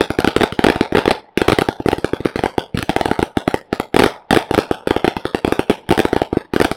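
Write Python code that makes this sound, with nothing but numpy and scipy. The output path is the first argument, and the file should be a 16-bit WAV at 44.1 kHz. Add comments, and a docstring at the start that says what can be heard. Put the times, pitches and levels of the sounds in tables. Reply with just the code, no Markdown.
"""Strings of firecrackers go off in ragged volleys over an open field, thickest around four seconds.
Each blast starts with a sharp shock front, then a short swinging thump, a deep push and a ground bounce.
A slap, a few echoes and a grainy tail of scattered sound follow, and sink into a faint outdoor wash.
The microphone overloads on the loudest peaks, and a noise suppressor turns down what is very quiet."""
import sys
import numpy as np
from scipy import signal
from scipy.io import wavfile
from scipy.ndimage import uniform_filter1d

SR = 44100
rng = np.random.default_rng(int(sys.argv[2]) if len(sys.argv) > 2 else 0)


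def master(y):
    """Save y as 16-bit WAV."""
    cut = np.clip(np.atleast_2d(y).T, -1, 1)
    pcm = np.round(cut * 32767)  # scale
    wavfile.write(sys.argv[1], SR, pcm.astype(np.int16))


N = 298116
BLAST = np.arange(2048) / SR  # the clock of one short blast sound (s)
BLAST_WINDOW_S = .005  # blast levels are energies spread over this time


def amp(db):
    """Turns decibels into a gain."""
    return 10 ** (np.asarray(db) / 20)


def read(points, hz):
    """Reads a table between its rows, on a log-frequency axis."""
    f, value = np.transpose(points)
    return np.interp(np.log(hz + 1), np.log(f + 1), value)


def add(mix, s, sound):
    """Adds a sound to the mix at s seconds."""
    part = mix[max(round(s * SR), 0):][:len(sound)]
    part += sound[:len(part)]


def at_level(x, db):
    """Scales a short sound so that its energy equals db held over the blast window."""
    return amp(db) * x * np.sqrt(BLAST_WINDOW_S * SR / (np.sum(x ** 2) + 1e-20))


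def causal(x, gain_db):
    """Minimum-phase filter from gains round the whole frequency circle: nothing sounds before the blow."""
    log_gain = np.log(amp(gain_db))
    response = np.exp(np.conj(signal.hilbert(log_gain)))
    taps = np.fft.ifft(response).real[:len(gain_db) // 2]
    return signal.fftconvolve(x, taps)[:len(x)]


def colour(x, points, size=2048):
    """Filters a sound with the gains in a table."""
    return causal(x, read(points, abs(np.fft.fftfreq(size, 1 / SR))))


def butter(x, order, hz, kind):
    """Filters a sound with a smooth low, high or band pass."""
    return signal.sosfilt(signal.butter(order, hz, kind, fs=SR, output="sos"), x)


# colour of the distant outdoor wash: (f/Hz, relative level/dB per Hz)
WASH_COLOUR = [(30, -14.5), (120, -17), (350, -4), (850, -2.5), (1200, -18), (3500, -18.5), (5500, -37),
               (7500, -64), (16000, -79)]


def wash(level_db=-48, swell_rms_db=2):
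    """Faint noise of the open field, slowly swelling as eight slow waves add up."""
    t = np.arange(N) / SR
    waves = [np.sin(2 * np.pi * (f * t + rng.random())) for f in np.geomspace(.3, 5, 8)]
    swell = sum(waves) / 2
    air = colour(rng.standard_normal(N), WASH_COLOUR) * amp(swell_rms_db * swell)
    return amp(level_db) * air / air.std()


# colour of the scattered sound: (f/Hz, relative level/dB per Hz)
SCATTER_COLOUR = [(40, -20.5), (150, -9.5), (450, 2.5), (620, -1), (880, 2.5), (1080, -5.5), (1400, -9),
                  (2900, -14), (3450, -11), (3900, -16), (5400, -21), (6800, -31.5), (9000, -26.5),
                  (16000, -39.5)]
# how long the field takes to fade by 60 dB: (f/Hz, t/s)
FIELD_FADE = [(60, 0.75), (350, 0.28), (800, 1), (1500, 0.64), (3500, 0.4), (7000, 0.35), (15000, 0.29)]


def scatter(near_db=3, near_s=0.033, cluster_db=-3, cluster_s=0.039, size=32768):
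    """Echoes from many small surfaces: a near cluster, one further off, and a tail fading pitch by pitch."""
    t = np.arange(size) / SR
    strength = amp(4.2 * np.minimum(rng.exponential(1, size), 4.5))
    sizes = strength * (rng.random(size) < 4000 / SR)  # about 4000 echoes a second
    onset = 1 - np.exp(-t / .002)
    near = amp(near_db) * np.exp(-t / near_s)
    further = amp(cluster_db) * np.exp(-((t - cluster_s) / .012) ** 2)
    echoes = rng.standard_normal(size) * sizes * onset * (1 + near + further)
    hz, when, z = signal.stft(echoes, SR, nperseg=256)
    fade = amp(-60 * when / read(FIELD_FADE, hz)[:, None])
    tail = signal.istft(z * fade, SR, nperseg=256)[1]
    return colour(tail, SCATTER_COLOUR)


def slap(hz=1380, peak_s=0.0065):
    """A hollow slap comes back from a nearby surface, never quite at the same pitch."""
    hz = hz * rng.normal(1, .07)
    return np.sin(2 * np.pi * hz * BLAST) * BLAST / (2 * peak_s) * np.exp(-BLAST / peak_s)


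def boom(low_hz=60, top_hz=330, decay_s=0.005, rise_s=0.0026):
    """Low rumble from the ground close by, just after a blast: filtered noise that swells and fades."""
    low = butter(rng.standard_normal(len(BLAST)), 2, [low_hz, top_hz], "band")
    return low * np.exp(-BLAST / decay_s) * (1 - np.exp(-(BLAST / rise_s) ** 2))


def shock(t, length):
    """Blast wave: a jump in pressure, then a longer suction."""
    u = np.maximum(t, 0) / length
    return (t >= 0) * (1 - u) * np.exp(-u)


def push(length_s=0.0013, low_hz=55, top_hz=220):
    """The deep part of the blast wave: a hump of pressure, then a long suction."""
    return butter(shock(BLAST, length_s), 1, [low_hz, top_hz], "band")


def ring(hz=750, decay_s=0.0036, spread=0.087, steep=5.4):
    """A hollow, quickly damped note that rides on the thump."""
    hz = hz * np.exp(spread * rng.standard_normal())
    return np.sin(2 * np.pi * hz * BLAST) * np.exp(-(BLAST / decay_s) ** steep)


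def thump(hz, cycles=1.23, start=1.156, settle=0.97, low_hz=70):
    """The expanding gas swings the pressure about one and a half times, slowing as it goes."""
    age = BLAST * hz  # in cycles of the final pitch
    turns = age + (start - 1) * settle * (1 - np.exp(-age / settle))
    fade = np.exp(-(age / (cycles * rng.uniform(.85, 1.15))) ** 4)
    return butter(np.sin(2 * np.pi * turns) * fade, 1, low_hz, "high")


# colour of the shock front: (f/Hz, relative level/dB)
CRACK_COLOUR = [(100, -38), (700, -14.5), (1100, 1), (1450, 0.5), (2200, -4.5), (3400, -5), (5400, -15.5),
                (6700, -26.5), (8000, -13.5), (11000, -12.5), (13500, -21.5), (16000, -18.5)]


def crack(length_s=0.00019, ground_hz=5000, grit=0.12):
    """The shock front, its duller bounce off the ground and the grit of the bursting paper."""
    length_s = length_s * np.exp(0.11 * rng.standard_normal())
    bounce = butter(shock(BLAST - rng.uniform(.0008, 0.0022), length_s), 1, ground_hz, "low")
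    shreds = grit * rng.standard_normal(len(BLAST)) * np.exp(-BLAST / .001)
    return colour(shreds - shock(BLAST, length_s) - .5 * bounce, CRACK_COLOUR)


# typical depth of the humps and dips in a casing's colour: (f/Hz, level/dB)
CASING_HUMPS = [(500, 0.5), (1400, 4.5), (2500, 7), (8000, 7.5), (16000, 4)]
# how much of a crack's brightness each pitch takes: (f/Hz, share)
BRIGHT_SHARE = [(1800, 0), (4500, 1)]
# how much of the drifting treble level each pitch takes: (f/Hz, share)
AIR_SHARE = [(4000, 0), (9000, 1)]


def tint(bright_db, hollow_db, treble_db, dip_db=-18, peak_db=6, hollow_hz=790, hollow_width_hz=220, size=1024):
    """No two casings burst alike: treble tilts, a hollow hump, and random humps and dips (all in dB)."""
    hz = abs(np.fft.fftfreq(size, 1 / SR))
    knots = np.cumsum(rng.uniform(140, 400, 100))  # pitches of the humps and dips (Hz)
    humps_db = read(CASING_HUMPS, knots) * rng.standard_normal(len(knots))
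    humps_db = np.clip(humps_db, dip_db, peak_db)
    hollow = np.exp(-((hz - hollow_hz) / hollow_width_hz) ** 2)
    tilt_db = bright_db * read(BRIGHT_SHARE, hz) + treble_db * read(AIR_SHARE, hz)
    return np.interp(hz, knots, humps_db) + tilt_db + hollow_db * hollow


# an ordinary firecracker, against which the others are reckoned
USUAL_HZ, USUAL_THUMP_DB, USUAL_RING_DB, USUAL_CRACK_DB = 345, -9, -15, -17
# the deep push of an ordinary blast (dB), its growth per dB of thump, and per octave of lower pitch (dB)
PUSH_DB, PUSH_PER_THUMP, PUSH_DB_PER_OCTAVE = -23.5, 0.12, 11.5
BOOM_DB = 0  # ground rumble, against the push
# the scattered tail of an ordinary blast (dB), and its growth per dB of thump and per dB of crack
TAIL_DB, TAIL_PER_THUMP, TAIL_PER_CRACK = -16.5, 0.46, 0.27
# blasts in quick succession have weaker tails: by how much, and how soon that passes
CROWDED_DB, CROWDED_S = -4, 0.16
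# one hard echo from close by: delay, level, share of the thump that returns
ECHO_S, ECHO_DB, ECHO_BODY = 0.017, -27.5, 0.8
# stray echoes of the crack: earliest and latest delay, level, and how fast they weaken with delay
STRAY_FROM_S, STRAY_TO_S, STRAY_DB, STRAY_FADE_S = 0.016, 0.15, -24.5, 0.052
# slow changes in what the surroundings send back: (t/s, tail level/dB, treble level/dB)
# the treble level colours the crack as well
SURROUNDINGS = [(0, 2, -1), (0.5, 1, -3.5), (1.1, 3.5, -5), (1.6, 0, 0), (2.3, 1, -1.5), (2.9, 3.5, -1.5),
                (3.4, -1, 2), (4.1, 2.5, 0.5), (4.7, 1.5, 0), (5.2, 1.5, -3), (5.8, 1.5, 1.5),
                (6.7, 0.5, 1)]
# one row a firecracker: (t/s, thump level/dB, thump f/Hz, hollow ring level/dB, crack level/dB)
FIRECRACKERS = [(0.0089, -4.5, 387, -19, -11), (0.012, -20, 430, -14.5, -35),
                (0.1041, -12.5, 280, -18, -17), (0.1876, -6, 344, -16.5, -15),
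                (0.2034, -49, 275, -16, -19.5), (0.2456, -7.5, 326, -9, -11.5), (0.2749, -6, 294, -18, -10),
                (0.285, -16.5, 436, -23, -22), (0.3641, -3, 356, -27, -9.5), (0.3803, -32, 295, -28, -26),
                (0.4093, -10, 355, -12.5, -14.5), (0.4181, -10.5, 324, -19, -14.5),
                (0.4336, -14, 375, -10, -11), (0.438, -7.5, 315, -15, -13), (0.524, -22, 300, -38, -21),
                (0.5915, -6.5, 315, -10.5, -15), (0.6411, -8, 280, -11, -8.5),
                (0.646, -5.5, 386, -10, -12.5), (0.6663, -3, 345, -8, -8.5), (0.6858, -8, 370, -10, -10.5),
                (0.7002, -4.5, 347, -32, -10.5), (0.7595, -16, 312, -17.5, -17.5),
                (0.8098, -2.5, 300, -13, -12), (0.9236, -13.5, 303, -22, -24),
                (0.9499, -7, 366, -12, -16.5), (0.9546, -8, 358, -20, -14.5), (0.9709, -7, 383, -20, -11.5),
                (0.9827, -10.5, 347, -12, -16), (0.99, -13, 376, -26, -15),
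                (1.0565, -12.5, 430, -11.5, -15.5), (1.0781, -2, 356, -26, -12.5),
                (1.108, -18, 424, -8.5, -13), (1.113, -11.5, 385, -14, -13),
                (1.3748, -7, 320, -22.5, -12.5), (1.4166, -5.5, 357, -15, -11.5),
                (1.482, -12, 338, -11, -12.5), (1.4846, -3.5, 335, -30, -9),
                (1.4994, -11.5, 370, -12.5, -13), (1.5208, -7.5, 395, -21, -10),
                (1.5297, -10.5, 271, -16, -16.5), (1.5866, -5, 360, -10, -8.5),
                (1.6115, -26, 325, -34, -18), (1.619, -9, 343, -13, -14), (1.6871, -8.5, 338, -11, -15),
                (1.8013, -18, 285, -20, -33.5), (1.86, -6.5, 323, -30, -21.5), (1.886, -6.5, 355, -10, -13),
                (1.917, -34, 350, -20, -21), (1.9298, -8.5, 370, -12, -18), (1.983, -18, 300, -24, -26),
                (2.0451, -7.5, 372, -18.5, -15), (2.1338, -8.5, 350, -23, -20),
                (2.2045, -20, 310, -30, -32.5), (2.2501, -22.5, 315, -40, -26.5),
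                (2.2562, -5, 330, -24, -16.5), (2.3584, -11.5, 360, -24, -19), (2.391, -16, 345, -16, -20),
                (2.4372, -8.5, 400, -10, -17), (2.4592, -11.5, 440, -11, -17), (2.581, -7.5, 375, -9, -18),
                (2.7458, -16.5, 203, -28, -30.5), (2.7739, -14, 226, -47, -19.5),
                (2.7893, -32, 221, -31, -19), (2.827, -29, 240, -23, -17), (2.894, -11, 318, -9, -15.5),
                (2.9, -17.5, 272, -31, -21), (2.9636, -9, 392, -9, -12), (3.0114, -16, 380, -8.5, -16),
                (3.057, -10.5, 370, -11, -15.5), (3.0848, -31, 305, -18, -30),
                (3.1138, -7.5, 320, -10.5, -13.5), (3.1915, -10.5, 330, -12.5, -18.5),
                (3.203, -35, 300, -28, -46), (3.2276, -6, 325, -11.5, -15.5), (3.3711, -6, 285, -11, -16),
                (3.4777, -7, 296, -9.5, -13.5), (3.5425, -8, 413, -12, -15.5),
                (3.7283, -9.5, 328, -16, -17.5), (3.7995, -12.5, 370, -14.5, -15.5),
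                (3.9435, -8.5, 335, -15, -18), (3.9646, -2, 374, -7.5, -8), (3.9907, -10, 310, -12, -12),
                (3.995, -4, 350, -11, -9), (4.0027, -7, 337, -12, -13), (4.0213, -6, 392, -12, -13),
                (4.037, -8.5, 388, -13, -8.5), (4.0416, -6.5, 325, -16, -10),
                (4.0614, -6.5, 366, -28, -13.5), (4.3077, -9.5, 246, -8.5, -8), (4.3283, -6, 395, -10, -10),
                (4.332, -13, 298, -7, -19), (4.3475, -14, 404, -18, -14), (4.3625, -6, 383, -33, -12.5),
                (4.3711, -3, 325, -14, -9), (4.5105, -9, 365, -14, -18.5), (4.5403, -15, 412, -14, -19),
                (4.5464, -18, 285, -13.5, -14.5), (4.5784, -5, 384, -13, -12.5),
                (4.588, -4.5, 380, -23, -12.5), (4.7118, -6.5, 373, -11.5, -17),
                (4.8729, -8.5, 402, -22, -19), (4.9082, -4.5, 353, -8, -11), (4.9641, -9, 373, -13, -18),
                (5.0447, -6.5, 357, -13, -16), (5.05, -14, 313, -16, -17.5), (5.0783, -7, 327, -12, -14),
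                (5.1667, -16, 297, -13.5, -19.5), (5.2539, -11.5, 390, -22.5, -17.5),
                (5.3471, -8.5, 363, -13.5, -16.5), (5.4474, -7, 332, -14, -16),
                (5.4772, -12, 295, -19, -22), (5.5234, -6.5, 376, -15, -13.5),
                (5.5932, -6, 346, -13.5, -15), (5.6975, -5, 380, -43, -17), (5.702, -6, 317, -13.5, -18),
                (5.7119, -13, 363, -22, -24), (5.891, -20, 272, -19.5, -20.5), (5.9062, -8, 280, -22, -16),
                (5.9123, -6, 338, -9.5, -14), (5.9238, -7.5, 368, -9, -15), (5.9778, -11.5, 332, -16, -15),
                (5.992, -8, 384, -12, -12), (6.0012, -6, 396, -15, -14.5), (6.0521, -6.5, 358, -12.5, -14),
                (6.13, -6.5, 350, -13.5, -17), (6.1638, -6.5, 394, -10, -18),
                (6.2177, -8, 400, -7.5, -19.5), (6.3286, -9.5, 315, -18, -32.5),
                (6.3699, -5, 308, -21, -26.5), (6.5364, -12, 295, -18.5, -20),
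                (6.5626, -6, 355, -19.5, -13.5), (6.6012, -7.5, 373, -13, -13),
                (6.6144, -3.5, 383, -26, -12), (6.6211, -23, 298, -23, -17.5),
                (6.646, -19, 317, -14.5, -14), (6.6499, -8.5, 346, -13, -14),
                (6.7146, -14.5, 323, -15, -16.5)]


def blasts(front_colour=1.0, slap_db=-17.0, snap_tilt=0.35, hollow_share=0.34,
           thump_lag_s=0.00023, push_lag_s=0.00044):
    """Every blast with its scattered tail, a slap, one hard echo from close by and a few stray ones."""
    out = np.zeros(N)
    tails = [scatter() for _ in range(24)]  # shared out in turn
    when, *drift = np.transpose(SURROUNDINGS)
    pauses = abs(np.diff([row[0] for row in FIRECRACKERS], prepend=-1))
    for k, (row, pause) in enumerate(zip(FIRECRACKERS, pauses)):
        s, thump_db, hz, ring_db, crack_db = row
        # how far this one departs from the ordinary (dB)
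        heavier = thump_db - USUAL_THUMP_DB
        hollower = ring_db - USUAL_RING_DB
        sharper = crack_db - USUAL_CRACK_DB
        # lower-pitched blasts push more air
        deep_db = PUSH_DB + PUSH_PER_THUMP * heavier + PUSH_DB_PER_OCTAVE * np.log2(USUAL_HZ / hz)
        wet_db, treble_db = (np.interp(s, when, curve) for curve in drift)
        tail_db = TAIL_DB + TAIL_PER_THUMP * heavier + TAIL_PER_CRACK * sharper
        tail_db += CROWDED_DB * np.exp(-pause / CROWDED_S) + wet_db

        # a blast with little thump has a brighter snap
        casing = tint(snap_tilt * (sharper - heavier), hollow_share * hollower, treble_db)
        front = at_level(causal(crack(), front_colour * casing), crack_db)
        body = at_level(thump(hz), thump_db) + at_level(ring(), ring_db)
        deep = at_level(push(), deep_db) + at_level(boom(), deep_db + BOOM_DB)
        add(out, s, front)
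        add(out, s + thump_lag_s, body)
        add(out, s + push_lag_s, deep)

        # the surroundings answer with the colour of the same casing
        add(out, s, at_level(causal(tails[k % len(tails)], casing), tail_db))
        add(out, s + rng.uniform(.015, .036), at_level(slap(), tail_db + rng.normal(slap_db, 3)))
        add(out, s + rng.normal(ECHO_S, .0005), amp(ECHO_DB) * (front + ECHO_BODY * body))
        delays = rng.uniform(STRAY_FROM_S, STRAY_TO_S, 4)
        for delay, size_db in zip(delays, rng.normal(STRAY_DB, 3, 4)):
            add(out, s + delay, amp(size_db) * front * np.exp(-delay / STRAY_FADE_S))
    return out


# threshold below which the noise suppressor turns a band down: (f/Hz, level/dB)
HUSH_THRESHOLD = [(100, -89), (800, -44.5), (1300, -58), (3500, -69), (7000, -91.5), (16000, -102)]


def suppress(x, size=1024, least_gain=.25):
    """Noise suppressor: every band fades, down to a least gain, once it sinks under its threshold."""
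    overlap = size * 3 // 4
    hz, _, z = signal.stft(x, SR, nperseg=size, noverlap=overlap)
    # smooth the power over neighbouring pitches, then over time
    power = uniform_filter1d(abs(z) ** 2, size=5, axis=-2)
    power = uniform_filter1d(power, size=5, axis=-1)
    gain = power / (power + amp(read(HUSH_THRESHOLD, hz))[:, None] ** 2)
    return signal.istft(z * np.maximum(gain, least_gain), SR, nperseg=size, noverlap=overlap)[1][:, :N]


def scene():
    """Firecrackers over the field, with its faint wash."""
    return (blasts() + wash())[None]


def record(dry, dip_hz=1050, dip_width_hz=230, dip_db=-6, ceiling=.96, edge_hz=16300):
    """The microphone dips in the midrange and rounds off peaks; then noise suppressor and band limit."""
    midrange = signal.lfilter(*signal.iirpeak(dip_hz, dip_hz / dip_width_hz, fs=SR), dry)
    dipped = dry - (1 - amp(dip_db)) * midrange
    squashed = dipped / (1 + (dipped / ceiling) ** 8) ** (1 / 8)
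    band_limit = signal.firwin(255, edge_hz, window=("kaiser", 9), fs=SR)
    return signal.oaconvolve(suppress(squashed), band_limit[None], "same")


dry = scene()
out = record(dry)
master(out)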